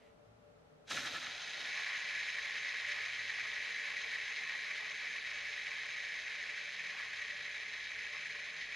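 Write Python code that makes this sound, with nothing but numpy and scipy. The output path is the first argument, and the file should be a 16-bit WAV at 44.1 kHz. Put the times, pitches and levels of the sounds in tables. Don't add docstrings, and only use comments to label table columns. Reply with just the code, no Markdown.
import sys
import numpy as np
from scipy import signal
from scipy.fft import rfft, irfft
from scipy.io import wavfile

SR = 44100
rng = np.random.default_rng(int(sys.argv[2]) if len(sys.argv) > 2 else 0)


def waveform_to_disk(signal):
    frames = np.transpose(np.atleast_2d(signal))
    scaled = np.clip(frames, -1, 1) * 32767
    samples = np.round(scaled).astype(np.int16)
    wavfile.write(sys.argv[1], SR, samples)


N = 385875

# frequency in Hz, relative level in dB per Hz.
RUMBLE_COLOUR = [(12, -46), (20, -16), (48, -3.5), (102, 2), (128, -4), (155, 1), (256, -6), (300, -18),
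                 (390, -31), (660, -120)]
HUM_COLOUR = [(71, -31), (120, -11.5), (314, -10.5), (445, -4), (484, -7.5), (592, -8.5), (617, -3),
              (731, -10), (1500, -39), (1950, -60), (3300, -120)]
WHINE_COLOUR = [(400, -60.5), (555, -22), (586, 0.5), (618, -21), (900, -57.5)]
AIR_COLOUR = [(470, -35), (800, -14), (1030, -15), (1340, -12), (1520, -16.5), (3000, -23.5), (6900, -33),
              (13400, -43)]
RUSTLE_COLOUR = [(500, -26), (1400, -10), (1950, 3), (3000, -2), (6500, -18), (13000, -27)]
PRESSED_COLOUR = [(100, -44), (400, -25), (700, -10.5), (956, -9.5), (1390, -4), (2090, -6.5), (3800, -3),
                  (6900, -16.5), (8970, -40), (11200, -39), (13400, -50)]
SCRAPE_COLOUR = [(3000, -36), (6000, 10), (8000, -1), (11000, -11), (13400, -15)]
TABLE_COLOUR = [(50, -20), (120, -2.5), (200, -5), (323, 0.5), (400, -8.5), (614, 1), (900, -15),
                (1500, -26)]
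FREE_COLOUR = [(180, -60), (400, -53), (580, -26), (740, -30), (1320, -20), (1550, -10.5), (1920, -1),
               (2290, -3.5), (2830, -14.5), (3870, -17.5), (5670, -24), (6900, -24.5), (8700, -48),
               (11200, -47), (13400, -62.5)]
GRIND_COLOUR = [(400, -30), (700, -8.5), (850, -4.5), (980, -5), (1090, -3), (1270, -5.5), (1500, -7),
                (2200, -36.5)]
RATTLE_COLOUR = [(2000, -34.5), (2800, -1), (3200, -2), (3900, -1.5), (4600, -5.5), (5400, -10.5),
                 (7000, -22.5), (9000, -45.5)]

# frequency in Hz, relative level in dB.
HUM_OPPOSED_COLOUR = [(150, -2.5), (260, 1.5), (350, 5), (450, -5.5), (800, 0.5), (1500, -4)]
SIDEWAYS_COLOUR = [(300, -15), (870, -3), (1690, -16.5), (3310, -13), (6450, -5), (12000, -3.5)]

# centre frequency in Hz, width in Hz, height in dB (negative for a dip).
RUMBLE_PEAKS = [(58.6, 10, 7), (81, 14, -6.5), (103, 8, 4), (151.6, 9.7, 4.5)]
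HUM_PEAKS = [(255.2, 8.9, 9), (375, 54, -6), (449.4, 57, 9), (760, 11, 4), (824, 12, 14), (1020, 15, 13),
             (1340, 30, -1)]
BODY_MODES = [(1045, 8.2, 1), (1173, 170, -9), (1400, 57, 5), (1705, 65, 7), (1830, 16, 5.5),
              (1928, 47, 4.5), (2075, 27, 5), (2250, 59, 4), (2338, 60, 4), (2470, 42, 3), (2620, 85, 4.5),
              (2820, 84, -2), (3105, 160, 3), (3610, 24, -10), (3904, 220, 4), (4960, 87, -2.5),
              (5290, 107, 6.5), (5590, 190, -9), (6270, 54, 9.5), (6390, 47, 10), (7200, 250, -12),
              (7730, 690, 0), (9640, 690, 7), (10170, 290, 12), (11000, 630, 4.5), (12050, 460, -12),
              (13130, 500, 16)]
WOBBLE_MODES = [(1366, 330, 15.5), (1740, 220, 14.5), (2110, 400, 13.5)]
SLOW_LEAN = [(1490, 500, 0.5), (2510, 640, 2)]
GRIND_MODES = [(1020, 30, 3), (1080, 21, 8.5), (1136, 25, 6.5), (1256, 26, 9.5)]

# time in seconds, level in dB.
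RUMBLE_LEVEL = [(0, -72.5), (.45, -71.5), (1.0, -70), (1.56, -75), (6.2, -75), (8.75, -74.5)]
# time in seconds, level in dB.
PUSH_LEVEL = [(.84, -92), (.865, -74), (.88, -52.5), (.897, -51), (.906, -43), (.911, -42)]
# time in seconds, strength before the body's filter in dB.
TICKS = [(.881, -37), (.911, -19), (.927, -28), (.948, -26), (1.005, -29), (1.033, -29), (1.189, -30),
         (2.4561, -32), (2.5424, -33), (3.1306, -33), (3.5656, -33), (4.2281, -33), (4.4306, -31),
         (5.3695, -33), (7.559, -35), (7.8139, -35)]
# time of the crest in seconds, spread of the swell in seconds, average pitch in Hz, level in dB.
DRONES = [(.33, 0.086, 110.5, -68), (3.1, 0.3, 101, -70), (5.39, 0.28, 58, -74), (2.2, 0.3, 58.2, -79),
          (4.3, 0.27, 58.4, -83), (6.8, 0.13, 190, -75), (7.2, 0.15, 100.3, -81), (8.0, 0.21, 55, -77),
          (8.262, 0.1, 154, -70.5), (8.7, .1, 50, -72)]

# time of the crest in seconds, level in dB, spread in seconds.
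KNOCKS = [(0.915, -39.5, 0.0056), (0.977, -39.5, 0.011), (1.03, -48, 0.0097), (1.053, -44, 0.0046),
          (1.074, -41, 0.009), (1.143, -47, 0.01), (1.162, -43, 0.0054), (1.235, -49, 0.014),
          (1.271, -46, 0.0079)]
BUMPS = [(1.148, -63, .012), (1.247, -79, 0.012), (1.604, -64.5, 0.035), (1.68, -67, .02)]
SURGES = [(1.79, -60, .02), (1.893, -64, 0.027), (2.961, -69, 0.019), (3.547, -63.5, 0.018),
          (3.905, -64, 0.028), (4.052, -66, 0.016), (4.514, -68, 0.028), (4.837, -65, .03),
          (5.355, -66, 0.027), (6.985, -64.5, 0.051), (8.158, -64, 0.019), (8.565, -67, 0.019)]

HUM_DB, HUM_WAVER_DB = -68.5, 1.0
WHINE_DB, WHINE_WAVER_DB, WHINE_PAN_DB = -74, 1.5, 7
AIR_DB = -75
RUSTLE_S, RUSTLE_DB, RUSTLE_SPREAD_S = 0.041, -72, 0.06
DRONE_WAVER = 0.0293

FLICK_S, LET_GO_S, LIFT_S = 0.911, 1.633, 0.03
PRESSED_DB, SURGE_DB, SURGE_S = -46.5, 6, 0.16
UNPRESSED_DB, FADE_S = -59, 0.61
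SCRAPE_DB, SCRAPE_S = -50, 0.22
SHAKE_DB, SHAKE_RISE_S, SHAKE_DB_PER_S = -51.5, 0.022, 44
SPIN_DB, RUN_DOWN_DB_PER_S = -40, 0.6859
DAMPED_AT_FLICK_DB, DAMPED_AT_LET_GO_DB = -13, -5
SETTLE_DB, SETTLE_S = -2.5, 0.15
SNAGS_PER_S, SNAG_DB = 60.0, -17
TURNS_PER_S, SLOWING_PER_S2, TURN_CLOCK_S = 8.78, 0.31, 1.792
GRIND_DB, GRIND_TURN_DB = -61.5, 1.5
RATTLE_DB, RATTLE_TURN_DB, RATTLE_LEAD_TURNS = -50.5, 1.2, 0.34
STOP_HZ = 14144


def from_db(db):
    return 10 ** (np.asarray(db) / 20)


def rms_one(x):
    return x / np.sqrt(np.mean(x ** 2) + 1e-20)


def level_curve(rows):
    seconds, db = np.transpose(rows)
    return np.interp(np.arange(N) / SR, seconds, db)


def bell(t, centre_s, db, spread_s):
    return from_db(db) * np.exp(-0.5 * ((t - centre_s) / spread_s) ** 2)


def drift(rate_hz):
    r = np.exp(-2 * np.pi * rate_hz * 20 / SR)
    noise = rng.standard_normal(N // 20 + 4002)
    slow = signal.lfilter([1], [1, -2 * r, r * r], noise)[4000:]
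    return np.interp(np.arange(N) / 20, np.arange(len(slow)), rms_one(slow))


def response(colour, modes=(), order=14):
    size = 2 ** order
    hz = np.maximum(np.fft.rfftfreq(size, 1 / SR), 1)
    colour_hz, colour_db = np.transpose(colour)
    level_db = np.interp(np.log(hz), np.log(colour_hz), colour_db)
    for centre_hz, width_hz, mode_db in modes:
        level_db = level_db + mode_db / (1 + (2 * (hz - centre_hz) / width_hz) ** 2)
    cepstrum = irfft(level_db * np.log(10) / 20)
    cepstrum[1:size // 2] *= 2
    cepstrum[size // 2 + 1:] = 0
    pulse = irfft(np.exp(rfft(cepstrum)))
    return pulse / np.sqrt(np.sum(pulse ** 2))


def through(x, pulse):
    return signal.fftconvolve(x, pulse)[:N]


def pair(colour, modes, side_db, side_colour=((100, 0), (1000, 0))):
    pulse = response(colour, modes)
    mid = through(rng.standard_normal(N), pulse)
    side = through(rng.standard_normal(N), pulse)
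    side = rms_one(through(side, response(side_colour)))
    return mid + from_db(side_db) * side * [[1], [-1]]


def distant_rumble():
    return from_db(level_curve(RUMBLE_LEVEL)) * pair(RUMBLE_COLOUR, RUMBLE_PEAKS, side_db=-27)


def hum():
    level = from_db(HUM_DB + HUM_WAVER_DB * drift(3.0))
    noise = pair(HUM_COLOUR, HUM_PEAKS, side_db=0.0, side_colour=HUM_OPPOSED_COLOUR)
    return level * noise * from_db([[1.2], [-1.2]])


def whine():
    pan_db = WHINE_PAN_DB * np.array([[1], [-1]])
    level = from_db(WHINE_DB + WHINE_WAVER_DB * drift(12.0) + pan_db)
    return level * through(rng.standard_normal(N), response(WHINE_COLOUR))


def air():
    return from_db(AIR_DB) * pair(AIR_COLOUR, (), side_db=2.0)


def rustle(t):
    return bell(t, RUSTLE_S, RUSTLE_DB, RUSTLE_SPREAD_S) * pair(RUSTLE_COLOUR, (), side_db=-14)


def drones(t):
    out = np.zeros(N)
    for centre_s, spread_s, hz, db in DRONES:
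        wandering_hz = hz * (1 + DRONE_WAVER * drift(4.14))
        phase = 2 * np.pi * np.cumsum(wandering_hz) / SR
        out += bell(t, centre_s, db, spread_s) * from_db(2 * drift(2.6)) * np.sin(phase)
    return out


def room(t):
    return distant_rumble() + hum() + whine() + air() + rustle(t) + drones(t)


def contacts(per_s, spread_db, flicker_db):
    sizes = from_db(spread_db * np.minimum(rng.exponential(1, N), 5)) * rng.choice([-1, 1], N)
    hits = rng.random(N) < per_s / SR
    flicker = 0.11 * drift(2.7) + 0.94 * drift(38) + 0.5 * drift(140)
    return rms_one(sizes * hits * from_db(flicker_db * flicker))


def pressed_level(t):
    held_db = np.interp(t, [LET_GO_S, LET_GO_S + FADE_S], [PRESSED_DB, UNPRESSED_DB])
    held_db = held_db - RUN_DOWN_DB_PER_S * np.maximum(t - LET_GO_S, 0)
    surge_db = SURGE_DB * np.exp(-np.maximum(t - FLICK_S, 0) / SURGE_S)
    return from_db(np.where(t < FLICK_S, level_curve(PUSH_LEVEL), held_db + surge_db))


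def pressed_whirr(t):
    clicks = pressed_level(t) * contacts(6500.0, spread_db=3.0, flicker_db=0.83)
    for tick_s, db in TICKS:
        clicks[round(tick_s * SR)] += from_db(db)
    return through(clicks, response(PRESSED_COLOUR, BODY_MODES))


def finger_scrape(t):
    fading = np.exp(-np.maximum(t - FLICK_S, 0) / SCRAPE_S)
    level = from_db(SCRAPE_DB - PRESSED_DB - SURGE_DB) * pressed_level(t) * fading
    return through(level * contacts(7000.0, spread_db=4.5, flicker_db=2.5), response(SCRAPE_COLOUR))


def table_shake(t):
    rise = np.clip(1 + (t - FLICK_S) / SHAKE_RISE_S, 0, 1) ** 4
    falling_s = np.maximum(t - FLICK_S - SHAKE_RISE_S, 0)
    bumps = sum(bell(t, *bump) for bump in BUMPS)
    level = rise * from_db(SHAKE_DB - SHAKE_DB_PER_S * falling_s) + bumps
    return through(level * contacts(2500.0, spread_db=1.0, flicker_db=1.5), response(TABLE_COLOUR))


def wobble(t):
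    load = sum(bell(t, *knock) for knock in KNOCKS)
    clicks = load * contacts(4000.0, spread_db=2.0, flicker_db=0.8)
    return through(clicks, response(PRESSED_COLOUR, WOBBLE_MODES))


def free_level(t):
    finger_db = np.interp(t, [FLICK_S, LET_GO_S, LET_GO_S + LIFT_S],
                          [DAMPED_AT_FLICK_DB, DAMPED_AT_LET_GO_DB, 0])
    since = np.maximum(t - LET_GO_S, 0)
    settle_db = SETTLE_DB * np.exp(-since / SETTLE_S)
    return from_db(SPIN_DB - RUN_DOWN_DB_PER_S * since + finger_db + settle_db) * (t > FLICK_S)


def free_ring(t):
    rolling = contacts(3600.0, spread_db=2.0, flicker_db=1.0)
    snags = from_db(SNAG_DB) * contacts(SNAGS_PER_S, spread_db=2.0, flicker_db=2.5)
    clicks = free_level(t) * (rolling + snags)
    slowed = np.clip((t - LET_GO_S) / (t[-1] - LET_GO_S), 0, 1)
    early = through(clicks * (1 - slowed), response(FREE_COLOUR, BODY_MODES))
    late = through(clicks * slowed, response(FREE_COLOUR, BODY_MODES + SLOW_LEAN))
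    return early + late


def once_a_turn(t, swing_db, lead_turns):
    since = t - TURN_CLOCK_S
    turns = TURNS_PER_S * since - SLOWING_PER_S2 * since ** 2 / 2
    return from_db(swing_db * np.cos(2 * np.pi * (turns + lead_turns)))


def grind_and_rattle(t):
    running = free_level(t) / from_db(SPIN_DB)
    surges = sum(bell(t, *surge) for surge in SURGES)
    grind_level = from_db(GRIND_DB) * running * once_a_turn(t, GRIND_TURN_DB, 0) + surges
    grind = grind_level * contacts(2000.0, spread_db=2.5, flicker_db=2.0)
    rattle_level = from_db(RATTLE_DB) * running * once_a_turn(t, RATTLE_TURN_DB, RATTLE_LEAD_TURNS)
    rattle = rattle_level * contacts(4000.0, spread_db=3.0, flicker_db=1.0)
    return (through(grind, response(GRIND_COLOUR, GRIND_MODES))
            + through(rattle, response(RATTLE_COLOUR, BODY_MODES)))


def spinner(t):
    return (pressed_whirr(t) + finger_scrape(t) + table_shake(t)
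            + free_ring(t) + grind_and_rattle(t) + wobble(t))


def reflections(x, t60_s):
    lag = np.arange(round(0.3 * SR)) / SR
    tail = rng.standard_normal(len(lag)) * from_db(-60 * lag / t60_s)
    return through(x, tail / np.sqrt(np.sum(tail ** 2)))


def scene():
    t = np.arange(N) / SR
    whirr = spinner(t)
    behind = from_db(-14) * reflections(whirr, t60_s=0.16)
    side = from_db(-8.5) * through(reflections(whirr, t60_s=0.18), response(SIDEWAYS_COLOUR))
    return whirr + behind + side * [[1], [-1]] + room(t)


def record(dry):
    return signal.sosfilt(signal.cheby2(12, 60, STOP_HZ, fs=SR, output="sos"), dry)


dry = scene()
out = record(dry)
waveform_to_disk(out)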